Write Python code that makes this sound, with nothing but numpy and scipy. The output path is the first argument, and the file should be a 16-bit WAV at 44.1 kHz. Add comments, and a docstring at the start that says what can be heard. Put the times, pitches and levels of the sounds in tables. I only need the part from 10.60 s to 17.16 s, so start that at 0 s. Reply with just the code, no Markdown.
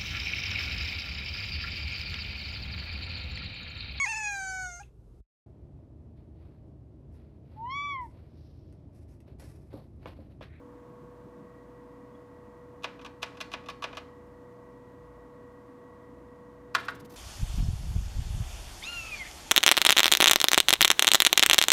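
"""A workroom, with the microphone of a hand-held camera on an old desktop calculator.
Fan tone, motor whirr, mains hum and moving air run throughout. In the first second the hand bumps the
camera softly and the motor's whine comes up. A fingertip squeaks at 1.55 s; from 2.2 s it presses one
digit key four times, and each time the key touches, bottoms out and rattles back up, ringing the case.
At 6.15 s a function key snaps down and up, and the lens ticks as it refocuses, over one last soft bump."""
import sys
import numpy as np
from scipy import signal
from scipy.fft import rfft, irfft, next_fast_len
from scipy.io import wavfile
from scipy.ndimage import uniform_filter1d

SR = 44100
rng = np.random.default_rng(int(sys.argv[2]) if len(sys.argv) > 2 else 0)


def unload_audio(sound):
    """Save the sound as a 16-bit wav file, at the path given as the first command line argument."""
    columns = np.transpose(np.atleast_2d(sound))
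    # keep every value between -1 and 1, then stretch to whole-number steps
    steps = np.round(np.clip(columns, -1, 1) * 32767)
    wavfile.write(sys.argv[1], SR, steps.astype(np.int16))


N = 289296
TIME = np.arange(N) / SR
BAND_EDGES_HZ = np.geomspace(110, 17000, 19)
LEAD_SAMPLES = SR // 200   # space ahead of each click

# air moved by the fan: frequency_hz, density_db (per Hz)
FAN_AIR = [(22, -101), (48, -87.5), (85, -85.5), (135, -83), (280, -77), (400, -87), (660, -86),
           (790, -95.5), (1000, -92.5), (1900, -102), (2600, -110), (4700, -117), (6500, -118),
           (15000, -125)]
# fan and mains tones: pitch_hz, level_db, unsteadiness (0-1)
HUM_TONES = [(56, -64.5, 0.7), (83.6, -65.5, 0.9), (119.4, -63, 0.13), (262.3, -68, 0),
             (487.2, -53.5, 0.07), (600, -82, .5), (1224, -74.5, 0.1)]
# motor whirr: order (multiple of the turning rate), level_db
WHIRR_PARTIALS = [(10, -64), (20, -87.5), (23, -75), (31, -70.5), (32, -71), (33, -73), (34, -72.5),
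                  (35, -70), (36, -75), (38, -72), (39, -67), (40, -71.5), (56, -81.5)]
# the motor's high whine: order, level_db (before the beam's gain)
WHINE_PARTIALS = [(67, -78.5), (68, -74.5), (69, -90), (70, -86), (72, -87), (74, -97.5)]
# the whine grows as the microphone moves into its beam: time_s, gain_db
WHINE_BEAM = [(.52, -10), (.9, .5), (6.5, 2.5)]
# soft bumps of the hand on the camera: centre_s, level_db, half_length_s
HAND_BUMPS = [(0.306, -49, 0.013), (0.435, -47, 0.016), (0.668, -49.5, 0.021), (.83, -54, 0.056),
              (6.42, -52, 0.074)]
# colour of the focus motor's hiss: frequency_hz, relative_db
LENS_COLOUR = [(800, 4.5), (2500, -3), (4000, 0), (6000, -2), (8000, -7), (10300, -5), (13000, -3),
               (15500, -10)]

# colour of the workroom's reverberation: frequency_hz, gain_db
REVERB_COLOUR = [(150, 22), (600, -3), (1200, -4.5), (1800, -7), (2500, -10.5), (4500, -12), (8000, -13),
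                 (15000, -13)]
# its decay: frequency_hz, t60_s
REVERB_DECAY = [(150, 1), (1200, 0.46), (4000, 0.47), (8000, 0.63), (15000, 0.48)]
# first echoes from nearby walls: delay_s, gain_db
EARLY_ECHOES = [(0.0132, -13.5), (.0305, -23.5), (.036, -21.5), (.046, -24.5)]

# ringing modes of each key and the panel: pitch_hz, gain_db, t60_s
DIGIT_KEY_MODES = [ (302, 1, 0.055), (503, 4, 0.057), (635, 8.5, 0.061), (967, 6, 0.09), (1141, 15, 0.058),
                   (1399, 5, 0.035), (1576, 2.5, 0.1), (1671, 6, 0.086), (1867, 7, 0.056),
                   (2022, 6.5, 0.058), (2408, 7, 0.024), (2480, 10.5, 0.047), (2810, 1.5, 0.032),
                   (2980, -0.5, 0.028), (3430, 6, 0.026), (3676, 0.5, 0.034), (3950, -1.5, 0.046),
                   (4480, -10, 0.037), (5440, -9, 0.036), (6018, -1.5, 0.026), (7050, -15, 0.028),
                   (9000, -13, .015), (11240, -17.5, 0.011)]
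FUNCTION_KEY_MODES = [ (364, 4.5, 0.044), (710, 7, 0.049), (920, 11, .04), (1127, 22.5, 0.032),
                      (1190, 21, .03), (1442, 25, 0.033), (1720, 18, 0.027), (1847, 23, 0.03),
                      (1990, 4, 0.028), (2150, 11, .022), (2450, 3, 0.026), (2540, 9, 0.027),
                      (3126, 16, .025), (3500, 5, 0.025), (3700, 16, 0.036), (3920, 12.5, 0.026),
                      (4250, 6, 0.03), (4570, 8, 0.025), (6600, -5, .018), (9100, -10, 0.024),
                      (11700, -2, .018)]
# the crowd of short-lived case modes under each key: frequency_hz, gain_db
DIGIT_CASE_COLOUR = [(150, -25), (600, 0.5), (900, 5.5), (1200, 6.5), (1800, 1), (2600, 4.5), (3800, -2.5),
                     (5000, -6.5), (6200, -17), (8000, -20.5), (12000, -29), (16000, -37)]
FUNCTION_CASE_COLOUR = [(150, -18), (600, -1), (1400, 18), (2700, 7), (4000, 12), (5500, -9), (7000, -3.5),
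                        (10000, -15), (12000, -17), (16000, -24)]
# how each kind of contact lands, by name: thud_db, treble_db, board_ring_db, rattle_s
CONTACT_KINDS = { "touch": (-1, 6, 3, .0018), "catch": (-6, 7, 3, .003), "bottom": (-1, -6, -3.5, .00055),
                 "lift": (5.5, -11, 1, .004), "scrape": (-1, 4, 5, .006), "top stop": (1.5, 4, 3, .004),
                 "rebound": (1, 3, 1, .0028), "snap down": (2, .5, -2, .00063),
                 "snap up": (7, -4, -3, .0024)}
# the digit key goes down:
# bottom_s, strength_db, treble_db, travel_s, catch_lead_s, touch_db, touch_ring_db
DIGIT_DOWNSTROKES = [(2.2425, 0, -1, .019, .0087, -32, 0), (2.6287, -1, 9, .009, .0055, -24, 0),
                     (2.9372, -2, -4, .0202, .008, -18, 0), (3.2402, 0, -3, .0175, .009, -15, 12)]
# it springs back:
# top_stop_s, strength_db, ring_db, scrape_lead_s, lift_db, rebound_delay_s, rebound_db, rebound_treble_db
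DIGIT_UPSTROKES = [(2.4475, -17.5, 2, .034, -26, .0135, -17, 0),
                   (2.8038, -11, 1, .033, -34, .0066, -12.5, 10),
                   (3.086, -12, 5, .026, -32, .013, -16.5, 6),
                   (3.3703, -9.5, -4, .0205, -19.5, .0095, -14.5, -9)]


def from_db(db):
    """Decibels to gain."""
    return 10 ** (np.asarray(db) / 20)


def rms_one(x):
    """Scale to an rms of one."""
    return x / np.sqrt(np.mean(np.abs(x) ** 2) + 1e-20)


def at_hz(points, hz):
    """Read a table along a log-frequency axis."""
    knots, values = np.transpose(points)
    return np.interp(np.log(np.maximum(hz, 1)), np.log(knots), values)


def coloured_noise(spectrum):
    """Steady noise with the given level per Hz."""
    size = next_fast_len(N)
    gain = from_db(at_hz(spectrum, np.arange(size // 2 + 1) * SR / size))
    return irfft(rfft(rng.standard_normal(size)) * gain, size)[:N] * np.sqrt(SR / 2)


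def drift(rate_hz):
    """A smooth random wander with an rms of one."""
    knots = rng.standard_normal(int(2 * rate_hz * N / SR) + 2)
    fine = signal.resample_poly(knots, 10, 1)
    return rms_one(np.interp(TIME * 20 * rate_hz, np.arange(len(fine)), fine))


def tone(hz, level_db, unsteady, waver_hz):
    """A sine whose level and phase waver."""
    waver = 1 + unsteady * (drift(waver_hz) + 1j * drift(waver_hz)) / np.sqrt(2)
    carrier = np.exp(2j * np.pi * (hz * TIME + rng.random()))
    return from_db(level_db) * rms_one(np.real(waver * carrier))


def machine_hum(motor_hz=28.255):
    """The bed: fan and mains tones, whirr and whine at multiples of the motor's turning rate, and air."""
    tones = sum(tone(hz, db, unsteady, waver_hz=3.2) for hz, db, unsteady in HUM_TONES)
    whirr = sum(tone(order * motor_hz, db, unsteady=0.3, waver_hz=2.5) for order, db in WHIRR_PARTIALS)
    whine = sum(tone(order * motor_hz, db, unsteady=0.55, waver_hz=10) for order, db in WHINE_PARTIALS)
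    beam = from_db(np.interp(TIME, *np.transpose(WHINE_BEAM)))
    return tones + whirr + beam * whine + coloured_noise(FAN_AIR)


def handling_bumps():
    """Handling noise at the microphone: dull swells of rumble from the hand that holds the camera."""
    swells = sum(from_db(db) * np.exp(-((TIME - s) / half_s) ** 2 / 2) for s, db, half_s in HAND_BUMPS)
    rumble = coloured_noise([(30, -20), (70, -4), (150, 5), (280, 1.5), (450, -4), (1200, -54)])
    return swells * rms_one(rumble)


def lens_ticks(start_s=6.205, step_s=.05, quick_step_s=.019, half_s=0.0068, level_db=-55.5):
    """Each step of the camera's focus motor is a short soft hiss: seven even steps, three quick ones."""
    even = start_s + step_s * np.arange(7)
    quick = even[-1] + quick_step_s * (1 + np.arange(3))
    bursts = sum(1 / (1 + ((TIME - s) / half_s) ** 4) for s in [*even, *quick])
    return from_db(level_db) * bursts * rms_one(coloured_noise(LENS_COLOUR))


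def fingertip_squeak(centre_s=1.553, half_s=.0045):
    """A tiny squeak as the fingertip settles on the key."""
    swell = np.exp(-((TIME - centre_s) / half_s) ** 2 / 2)
    return swell * tone(hz=3350, level_db=-70, unsteady=.4, waver_hz=60)


def with_wall_echoes(x, dull_hz=5000):
    """The direct sound reaches the microphone first, then dulled echoes from the nearby walls."""
    dull = signal.lfilter(*signal.butter(1, dull_hz, fs=SR), x)
    return x + sum(from_db(db) * np.pad(dull, (round(delay_s * SR), 0))[:N]
                   for delay_s, db in EARLY_ECHOES)


def diffuse(x, colour, t60s, build_s):
    """Countless overlapping modes of room or case: a noise response that builds and dies band by band."""
    t, response = TIME[:SR], 0
    for low, high in zip(BAND_EDGES_HZ, BAND_EDGES_HZ[1:]):
        hz = np.sqrt(low * high)
        bandpass = signal.butter(2, [low, high], "band", fs=SR, output="sos")
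        noise = signal.sosfilt(bandpass, rng.standard_normal(SR))
        tail = noise * from_db(-60 * t / at_hz(t60s, hz)) * (1 - np.exp(-t / build_s))
        response += from_db(at_hz(colour, hz)) * rms_one(tail) * np.sqrt(2 * (high - low)) / SR
    return signal.fftconvolve(x, response)[:N]


def resonance(x, hz, t60_s):
    """One ringing mode, with a gain of one at its peak."""
    radius = from_db(-60 / (t60_s * SR))
    feedforward = np.array([1, 0, -1]) * (1 - radius ** 2) / 2
    feedback = [1, -2 * radius * np.cos(2 * np.pi * hz / SR), radius ** 2]
    return signal.lfilter(feedforward, feedback, x + 1e-18)


def rattle(length_s, even_split_s=0.006):
    """A click and the loose key's dying chatter; the longer the chatter, the weaker the click."""
    t = TIME[:SR // 10]
    chatter_share = length_s ** 2 / (length_s ** 2 + even_split_s ** 2)
    push = rng.standard_normal(len(t)) * rng.exponential(1, len(t)) * np.exp(-t / length_s)
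    push *= np.sqrt(chatter_share / np.sum(push ** 2))
    push[0] += np.sqrt(1 - chatter_share)   # the click
    # chatter spreads the blow in time but leaves its broad colour even
    spectrum = rfft(np.pad(push, (LEAD_SAMPLES, 0)))
    broad_power = uniform_filter1d(np.abs(spectrum) ** 2, size=110)
    return irfft(spectrum / np.sqrt(broad_power + 1e-12))


def contact(kind, start_s, strength_db, brighter_db=0, hollower_db=0):
    """One contact of a key, with the colour and rattle length of its kind."""
    thud_db, treble_db, ring_db, rattle_s = CONTACT_KINDS[kind]
    return start_s, strength_db, thud_db, treble_db + brighter_db, ring_db + hollower_db, rattle_s


def contact_force(contacts, treble_hz, thud_hz, board_hz=1146, board_t60_s=0.0085):
    """The force on a key, one rattle a contact: solid ones thud, glancing ones are thin and bright."""
    force = np.zeros(N + SR)
    lowpass = signal.butter(1, thud_hz, fs=SR)
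    highpass = signal.butter(1, treble_hz, "high", fs=SR)
    for start_s, strength_db, thud_db, treble_db, ring_db, rattle_s in contacts:
        push = rattle(rattle_s)
        push += (from_db(thud_db) - 1) * signal.lfilter(*lowpass, push)
        push += (from_db(treble_db) - 1) * signal.lfilter(*highpass, push)
        # a push along the stem sets the key board ringing
        push += (from_db(ring_db) - 1) * resonance(push, board_hz, board_t60_s)
        start = round(start_s * SR) - LEAD_SAMPLES
        force[start:start + len(push)] += from_db(strength_db) * push
    return force[:N]


def key_in_room(force, modes, case_colour, case_t60s, ring_send, swell_cycles=3.1):
    """The force rings the key's own modes and the dense ones of the case; the room answers both."""
    # each mode takes a moment to spread over the panel before it rings fully
    rings = sum(from_db(db) * resonance(resonance(force, hz, swell_cycles / hz), hz, t60_s)
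                for hz, db, t60_s in modes)
    case = diffuse(force, case_colour, case_t60s, build_s=.0001)
    # summed over all directions the case radiates a smooth spectrum, so the room gets less of the rings
    radiated = [(hz, at_hz(case_colour, hz) + at_hz(REVERB_COLOUR, hz)) for hz in BAND_EDGES_HZ]
    case_reverb = diffuse(force, radiated, REVERB_DECAY, build_s=0.001)
    ring_reverb = diffuse(rings, REVERB_COLOUR, REVERB_DECAY, build_s=0.0047)
    return with_wall_echoes(rings + case) + case_reverb + ring_send * ring_reverb


def return_spring(t60_s=0.35, sensitivity=.8):
    """The digit key's spring shivers after each release, more so after a hard, bright rebound."""
    dying = sum((TIME > s) * from_db(sensitivity * (rebound_db + treble_db) - 60 * abs(TIME - s) / t60_s)
                for s, *_, rebound_db, treble_db in DIGIT_UPSTROKES)
    return dying * tone(hz=4400, level_db=-56, unsteady=2.3, waver_hz=110)


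def function_key(down_s=6.1497, down_db=-2, up_s=6.2838, up_db=-14.5):
    """A quick jab: a light touch, then a hard snap down and a duller knock up that each bounce once."""
    contacts = [contact("touch", down_s - .005, strength_db=-28),
                contact("snap down", down_s, down_db),
                contact("snap down", down_s + .0029, down_db - 6),
                contact("snap up", up_s, up_db),
                contact("snap up", up_s + .007, up_db - 8)]
    force = contact_force(contacts, treble_hz=3920, thud_hz=1400)
    return key_in_room(force, FUNCTION_KEY_MODES, FUNCTION_CASE_COLOUR,
                       case_t60s=[(500, 0.063), (3000, 0.029), (12000, 0.033)], ring_send=0.33)


def digit_key(catch_db=-17.5, scrape_db=-23.5, lift_lead_s=.021):
    """Four presses: the stem rubs its guide both ways, and the key strikes a stop at each end."""
    contacts = []
    for s, strength_db, treble_db, travel_s, catch_lead_s, touch_db, ring_db in DIGIT_DOWNSTROKES:
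        contacts += [contact("touch", s - travel_s, touch_db, hollower_db=ring_db),
                     contact("catch", s - catch_lead_s, catch_db),
                     contact("bottom", s, strength_db, brighter_db=treble_db)]
    for s, strength_db, ring_db, lead_s, lift_db, delay_s, rebound_db, treble_db in DIGIT_UPSTROKES:
        contacts += [contact("lift", s - lead_s - lift_lead_s, lift_db),
                     contact("scrape", s - lead_s, scrape_db),
                     contact("top stop", s, strength_db, hollower_db=ring_db),
                     contact("rebound", s + delay_s, rebound_db, brighter_db=treble_db)]
    force = contact_force(contacts, treble_hz=5200, thud_hz=2000)
    return key_in_room(force, DIGIT_KEY_MODES, DIGIT_CASE_COLOUR,
                       case_t60s=[(500, .06), (3000, 0.042), (12000, 0.046)], ring_send=0.28)


def scene():
    """At the microphone, in mono: both keys in the workroom, over the hum and the camera's own noises."""
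    keys = digit_key() + function_key() + return_spring() + fingertip_squeak()
    return (keys + machine_hum() + handling_bumps() + lens_ticks())[None]


def record(dry):
    """The treble is cut steeply above 15.5 kHz."""
    return signal.sosfilt(signal.ellip(10, .1, 70, 15500, fs=SR, output="sos"), dry)


dry = scene()
out = record(dry)
unload_audio(out)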